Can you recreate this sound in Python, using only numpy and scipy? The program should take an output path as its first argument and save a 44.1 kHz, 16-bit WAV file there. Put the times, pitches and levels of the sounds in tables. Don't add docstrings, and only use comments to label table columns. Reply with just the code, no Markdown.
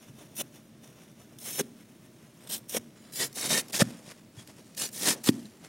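import sys
import numpy as np
from scipy import signal
from scipy.fft import rfft, irfft
from scipy.io import wavfile
from scipy.ndimage import uniform_filter1d, map_coordinates

SR = 44100
rng = np.random.default_rng(int(sys.argv[2]) if len(sys.argv) > 2 else 0)


def volts_from_decibels(level):
    exponent = np.asarray(level, float) / 20
    return 10 ** exponent


def to_wav(s):
    ch = np.atleast_2d(s).T
    pcm = np.round(np.clip(ch, -1, 1) * 32767)
    wavfile.write(sys.argv[1], SR, pcm.astype(np.int16))


N = 250488
T = np.arange(N) / SR

# start, strongest moment and end in seconds,
# crackle in dB, wall thickness in dB.
PULLS = [(.347, .408, .424, -33, -1), (1.378, 1.42, 1.47, -48.5, 3), (1.435, 1.457, 1.57, -39, 1),
         (1.47, 1.55, 1.62, -40, -1), (1.572, 1.597, 1.62, -30, 5), (2.488, 2.498, 2.58, -39, -1),
         (2.49, 2.535, 2.595, -36, -1), (2.68, 2.698, 2.77, -44, -1), (2.7, 2.768, 2.787, -32, 3),
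         (3.11, 3.16, 3.21, -41, -6), (3.15, 3.21, 3.275, -30, 1), (3.23, 3.265, 3.29, -47, -2),
         (3.335, 3.37, 3.44, -39, 3), (3.36, 3.44, 3.55, -33.5, 2), (3.482, 3.51, 3.61, -27, 1),
         (3.51, 3.575, 3.623, -29, 0), (3.72, 3.743, 3.82, -31, -1), (3.785, 3.803, 3.834, -22.5, 0),
         (4.76, 4.778, 4.83, -39, -2), (4.77, 4.815, 4.895, -33, -1), (4.908, 4.95, 5.05, -41.5, -1),
         (4.965, 5.085, 5.152, -26, 0), (5.233, 5.243, 5.275, -39, 0), (5.25, 5.277, 5.311, -31, 1)]
# level in dB re crackle at the usual pull,
# further dB per dB of pull, dB per dB of thickness.
COARSE_LAW = (-12, .45, 1.01)
BODY_LAW = (-8, .35, 1.1)
FIZZ_LAW = (-3, -.3, -.9)
# start in seconds, fine peak in dB, coarse level in dB re peak.
SPURTS = [(0.3515, -36, -24), (0.367, -26, -20), (0.4114, -19, -19), (1.3862, -29, -24), (1.5948, -17, -22),
          (2.423, -46, -17), (2.438, -40, -22), (2.4735, -32, -13), (2.4925, -26, -26), (2.6865, -37, -22),
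          (2.695, -25, -23), (2.7437, -23.5, -11), (3.123, -33, -24), (3.1346, -29, -29), (3.276, -32, -19),
          (3.328, -31, -18), (3.3578, -23, -28), (3.412, -19, -18), (3.683, -29, -23), (3.698, -28, -21),
          (3.73, -23, -20), (3.806, -17, 0), (3.82, -18, -5), (4.474, -35, -22), (4.748, -35, -14),
          (4.889, -26, -20), (5.241, -23, -15), (5.262, -20, 2), (5.2884, -10, 11.5), (5.4545, -41, -6)]
# strongest moment in seconds, rustle in dB,
# seconds per 10 dB of rise, seconds per 10 dB of fall.
TOUCHES = [(.035, -58.5, .04, .04), (.09, -59, .02, .015), (.214, -57, .05, .055), (.34, -63, .04, .02),
           (.555, -58.5, .03, .06), (.835, -59, .012, .1), (1.02, -62, .08, .08), (1.1, -64, .015, .02),
           (1.212, -58.5, .03, .035), (1.33, -66, .05, .05), (1.811, -61, .04, .03), (1.9, -67, .05, .1),
           (2.054, -63, .03, .02), (2.24, -66, .15, .05), (2.48, -57.5, .12, .02), (2.975, -60, .02, .02),
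           (3.04, -62.5, .04, .3), (3.707, -50, .012, .006), (3.88, -53.5, .04, .12),
           (4.085, -54, .05, .04), (4.12, -47, .02, .005), (4.17, -66, .02, .1), (4.4, -54.5, .035, .04),
           (4.5, -55, .025, .02), (4.59, -59, .05, .05), (4.72, -64, .1, .05), (5.33, -56, .02, .2),
           (5.651, -53.5, .025, .03)]
# pitch in Hz, pitch over bandwidth (no unit).
CELL_SHARPNESS = [(1500, 8.5), (16000, 4)]
# frequency in Hz, level in dB.
SCRAP_COLOUR = [(880, -34), (1500, -13.5), (3520, -3.5), (4580, -12.5), (5520, -1), (7700, -6), (9560, 0),
                (10600, -2), (15600, -1.5)]
BLOCK_COLOUR = [(880, -37), (1500, -19.5), (1810, -5.5), (2050, -9.5), (5110, -4), (5630, -3.5),
                (8090, -3.5), (8840, -1), (15600, -4.5)]
# start in seconds, table lag in ms,
# table strength 0-1, strength 0-1 of each echo off the hands.
REFLECTIONS = [
    (0, 0.32, .4, 0.34),
    (1.3, 0.35, 0, 0.23),
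    (2.4, 0.24, 0.6, 0.16),
    (2.65, 0.34, 0.23, 0.1),
    (2.95, .57, 0.45, 0.33),
    (3.32, 0.51, .25, 0.26),
    (3.7, 0.58, 0.14, 0.07),
    (4.6, 0.705, .2, 0.14),
    (4.92, .56, 0.13, 0.2),
    (5.2, 0.68, 0.16, 0.1),
]
# start in seconds, peak in dB,
# pitch in Hz (minus if it starts as a push), t60 in seconds.
THUDS = [(0.093, -41.5, 140, .06), (.412, -24, 563, 0.011), (1.595, -26, 496, .03),
         (1.604, -23.5, 399, 0.032), (1.608, -26.5, 249, 0.035), (2.747, -22.5, 490, 0.023),
         (2.768, -24, 530, 0.016), (2.787, -43, 92, 0.054), (3.505, -32, 630, 0.033),
         (3.806, -25, 553, .04), (3.82, -17.5, 560, 0.023), (3.8201, -16, 1348, 0.0075),
         (3.8189, -4.5, -195, 0.019), (4.373, -32, 110, 0.033), (5.291, -2, 272.5, 0.018),
         (5.082, -29, 300, .04), (5.103, -27, 260, .035), (2.762, -36, 230, .07), (3.5, -32, 240, .05),
         (5.449, -38, 220, 0.05)]
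# start in seconds, peak in dB, pitch in Hz, t60 in seconds.
POPS = [
    (3.731, -30.5, 4820, 0.0068),
    (3.742, -33, 2580, .015),
    (3.742, -36, 1840, 0.018),
    (3.755, -21, 4830, 0.0047),
    (3.8, -27, 3630, 0.01),
    (5.288, -18.5, 3380, 0.0094),
    (5.2894, -19, 4750, 0.0053),
    (5.456, -46, 4000, .012),
]
# start in seconds, length in seconds, pitch in Hz, level in dB.
SQUEAKS = [
    (3.196, 0.034, 1925, -37),
    (3.492, 0.12, 1834, -35),
    (3.52, 0.055, 3540, -44),
    (3.811, 0.015, 1773, -21.5),
    (4.373, 0.043, 3350, -53),
    (5.057, 0.11, 1776, -48),
]
# frequency in Hz, t60 in seconds.
ROOM_DECAY = [(60, 0.68), (250, 0.42), (600, 0.45), (2000, 0.049), (16000, 0.043)]
# frequency in Hz, level in dB, t60 in seconds.
ROOM_MODES = [(126, -5, 0.23), (181.5, -12, 0.39), (236.7, -3, 0.42), (275, -7.5, 0.33), (323.6, -5, 0.068),
              (550, -6, 0.13)]
# frequency in Hz, level in dB per Hz.
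HUM_COLOUR = [(15, -45), (33, -19), (70, -18.5), (127, -0.5), (196, -4.5), (225, 2), (251, -5.5), (303, -4),
              (508, -19), (631, -12), (723, -23.5), (898, -24.5), (3040, -28.5), (14700, -35), (16400, -26)]
# frequency in Hz, share 0-1.
NOISE_SHARE = [(4000, 0), (4300, .08), (5200, 0.03), (10000, 0.04), (11500, 0.3), (15800, 0.5)]

SNAPS_PER_S, SNAP_SPREAD_DB, CLUSTER_DB = 1500, 3.0, 1.7
RAREST = .004
BARE_DB = -3.5
BLOCK_FROM_S, FIZZ_HZ = 2.95, 9000
USUAL_PULL_DB, FULL_PULL_DB = -35, -34
BLOCK_FIZZ_DB, UNEVEN_DB = -4, 1.2
SWELL_POWER, LET_GO_POWER, FRAY_POWER = 1.5, 1.9, 1.4
SPURT_S = .0027
SETTLE_DB, SETTLE_S = -25, .045
REST_DB, TOUCH_COARSE_DB, TOUCH_BODY_DB = -73, -2.5, -.8
ROOM_LOW_DB, ROOM_HIGH_DB, BOOM_DB = -15, -24, -59.5
HUM_DB = -54.5
MIC_HZ, MIC_SHARP = 119, 1.65
TOP_HZ = 15830


def unit(x):
    return x / np.sqrt(np.mean(x ** 2))


def colour(x, points):
    hz, db = np.transpose(points)
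    f = np.arange(len(x) // 2 + 1) * SR / len(x)
    gain = volts_from_decibels(np.interp(np.log(f + 1), np.log(hz), db))
    return irfft(rfft(x) * gain, len(x))


def band(x, lo_hz, hi_hz):
    sos = signal.butter(2, [lo_hz, hi_hz], "band", fs=SR, output="sos")
    return unit(signal.sosfilt(sos, x))


def walk(rate):
    hold = int(SR / rate)
    steps = np.repeat(rng.standard_normal(N // hold + 1), hold)[:N]
    return unit(uniform_filter1d(steps, hold))


def snaps(per_s, spread_db):
    when, size, sign = rng.random((3, N))
    height = volts_from_decibels(-spread_db * np.log(1 - size + RAREST))
    return (when < per_s / SR) * np.sign(sign - .5) * height


def foam():
    cluster = volts_from_decibels(CLUSTER_DB * walk(250))
    ticks = unit(cells()) + volts_from_decibels(BARE_DB) * unit(snaps(1500, 3.1))
    ticks = np.where(T < BLOCK_FROM_S, unit(colour(ticks, SCRAP_COLOUR)), unit(colour(ticks, BLOCK_COLOUR)))
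    fizz = colour(ticks, [(.55 * FIZZ_HZ, -24), (FIZZ_HZ, -6), (1.6 * FIZZ_HZ, 0)])
    fine, fizz = unit(ticks - fizz), unit(fizz)
    coarse = band(snaps(4000, 1.09), 688, 2780)
    body = band(snaps(1500, 2.5), 160, 620)

    crackle, tear_coarse, tear_body, tear_fizz = tears()
    spurt_fine, spurt_coarse = spurts()
    rustle, rub, touch_body = touches(crackle)
    fine_gain = np.sqrt(crackle ** 2 + rustle ** 2 + spurt_fine ** 2)
    coarse_gain = np.sqrt(tear_coarse ** 2 + rub ** 2 + spurt_coarse ** 2)
    touch_fizz = volts_from_decibels(np.where(T < BLOCK_FROM_S, -7.5, -13)) * rustle
    fizz_gain = np.sqrt(tear_fizz ** 2 + touch_fizz ** 2 + (volts_from_decibels(-6) * spurt_fine) ** 2)
    shudder = volts_from_decibels(-4.5) * np.minimum(tear_body, volts_from_decibels(2.5) * crackle) + volts_from_decibels(1.0) * touch_body

    larger = colour(fine, [(3500, 0), (6500, -20)])
    spared = 1 - np.clip((crackle / volts_from_decibels(FULL_PULL_DB)) ** .3, 0, 1)
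    fine_part = fine * fine_gain - larger * crackle * spared
    reflected = table(cluster * (fine_part + fizz * fizz_gain))
    return reflected + cluster * coarse * coarse_gain + body * shudder


def cells():
    out = 0
    for hz in 1500 * 2 ** np.arange(0, 3.45, .15):
        sharp = np.interp(hz, *np.transpose(CELL_SHARPNESS))
        b, a = signal.iirpeak(hz, sharp, fs=SR)
        ring = signal.lfilter(b, a, snaps(SNAPS_PER_S, SNAP_SPREAD_DB))
        out = out + unit(ring) * np.sqrt(hz) * volts_from_decibels(2.0 * walk(60))
    return out


def tears():
    power = np.zeros((4, N))
    for start, top, end, db, thick_db in PULLS:
        i = slice(int(start * SR), int(end * SR))
        swell = np.clip((T[i] - start) / (top - start), 0, 1) ** SWELL_POWER
        let_go = np.clip((T[i] - top) / (end - top), 0, 1) ** LET_GO_POWER
        pull = volts_from_decibels(db) * swell * (1 - let_go) ** FRAY_POWER + 1e-9
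        power[0, i] += pull ** 2
        for k, (law_db, slope, thick) in enumerate([COARSE_LAW, BODY_LAW, FIZZ_LAW]):
            harder = (pull / volts_from_decibels(USUAL_PULL_DB)) ** slope
            power[k + 1, i] += (pull * volts_from_decibels(law_db + thick * thick_db) * harder) ** 2
    power[1:] *= volts_from_decibels([2 * UNEVEN_DB * walk(40) for _ in range(3)])
    power[3] *= np.where(T < BLOCK_FROM_S, 1, volts_from_decibels(2 * BLOCK_FIZZ_DB))
    return np.sqrt(power)


def spurts():
    out = np.zeros((2, N))
    for s, peak_db, rel_db in SPURTS:
        age = T[T >= s][:SR // 20] - s
        i = int(np.ceil(s * SR))
        level = volts_from_decibels([[peak_db - 12], [peak_db + rel_db - 22]])
        out[:, i:i + len(age)] += level * np.exp(-age / SPURT_S)
    return out


def touches(crackle):
    keep = np.exp(-1 / (SETTLE_S * SR))
    creep = signal.lfilter([1 - keep], [1, -keep], (volts_from_decibels(SETTLE_DB) * crackle) ** 2)
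    power = creep + volts_from_decibels(REST_DB) ** 2
    for s, db, before, after in TOUCHES:
        power += volts_from_decibels(db - 10 * np.maximum((s - T) / before, (T - s) / after)) ** 2
    coarse_db = TOUCH_COARSE_DB + 1.5 * walk(15)
    body_db = TOUCH_BODY_DB + 2.1 * walk(15)
    return np.sqrt(power) * volts_from_decibels([0 * T, coarse_db, body_db])


def table(x):
    start, lag_ms, strength, hands = np.transpose(REFLECTIONS)
    k = np.searchsorted(start, T, "right") - 1
    chance = rng.random((len(REFLECTIONS), 5))
    lags_ms = [lag_ms[k] + 0.0049 * walk(40)] + [(0.91 + 3.5 * c)[k] for c in chance.T]
    shares = [strength[k]] + [(-1) ** j * hands[k] for j in range(5)]
    total = x
    for share, lag in zip(shares, lags_ms):
        total = total + share * map_coordinates(x, [np.arange(N) - lag * SR / 1000], order=3)
    return total / np.sqrt(1 + np.sum(np.square(shares), axis=0))


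def thuds():
    out = np.zeros(N)
    for s, peak_db, hz, t60 in THUDS + POPS:
        age = np.clip(T - s, 0, 1)
        rise = 1 - np.exp(-age * abs(hz) * 1.2)
        out -= volts_from_decibels(peak_db + 7 - 60 * age / t60) * rise * np.sin(2 * np.pi * hz * age)
    return out


def squeaks():
    out = np.zeros(N)
    for s, length, hz, db in SQUEAKS:
        swell = np.sin(np.pi * np.clip((T - s) / length, 0, 1))
        out += volts_from_decibels(db) * swell * band(snaps(900, 3.5), hz - 45, hz + 45)
    return out


def room(x):
    age, tail = T[:SR // 2], 0
    hz, t60 = np.transpose(ROOM_DECAY)
    for f in 80 * 2. ** np.arange(8):
        part = band(rng.standard_normal(len(age)), f / np.sqrt(2), f * np.sqrt(2)) * np.sqrt(f / SR)
        decay = np.interp(np.log(f), np.log(hz), t60)
        part = part * volts_from_decibels(-60 * age / decay) * np.clip(age / 0.0034 - .5, 0, 1)
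        level_db = ROOM_LOW_DB if f < 500 else ROOM_HIGH_DB
        tail = tail + part * volts_from_decibels(level_db - 10 * np.log10(0.026 * SR))
    for f, db, decay in ROOM_MODES:
        mode = np.sin(2 * np.pi * f * age) * np.clip(age / 0.01, 0, 1)
        tail = tail + volts_from_decibels(BOOM_DB + db - 60 * age / decay) * mode
    return signal.fftconvolve(x, tail)[:N]


def hum():
    return unit(colour(rng.standard_normal(N), HUM_COLOUR)) * volts_from_decibels(HUM_DB + 0.27 * walk(5.8))


def microphone(x):
    w = 2 * np.pi * MIC_HZ
    return signal.lfilter(*signal.bilinear([1, 0, 0], [1, w / MIC_SHARP, w * w], SR), x)


def scene():
    near = foam() + thuds() + squeaks()
    heard = microphone(near + room(near))
    return np.tile(heard + hum(), (2, 1))


def low_pass(x):
    return signal.sosfilt(signal.butter(12, 16510, fs=SR, output="sos"), x)


def record(dry):
    hz, _, z = signal.stft(dry, SR, "cosine", nperseg=2048)
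    frames = z.shape[-1]
    which = (hz // 690).astype(int)
    luck = uniform_filter1d(rng.standard_normal((which[-1] + 1, frames)), size=3, axis=1)
    luck = np.argsort(np.argsort(luck, axis=1), axis=1) / frames
    swapped = luck[which] < np.interp(hz, *np.transpose(NOISE_SHARE))[:, None]
    loud_db = 20 * np.log10(np.abs(z[0, hz > 4000]).mean(axis=0) + 1e-9)
    swapped &= np.abs(np.gradient(loud_db)) < 7
    noise = volts_from_decibels(2.5) * z * np.exp(2j * np.pi * rng.random(z.shape))
    z = (hz < TOP_HZ)[:, None] * np.where(swapped, noise, z)
    mix = signal.istft(z, SR, "cosine", nperseg=2048)[1][:, :N]
    return low_pass(mix)


dry = scene()
out = record(dry)
to_wav(out)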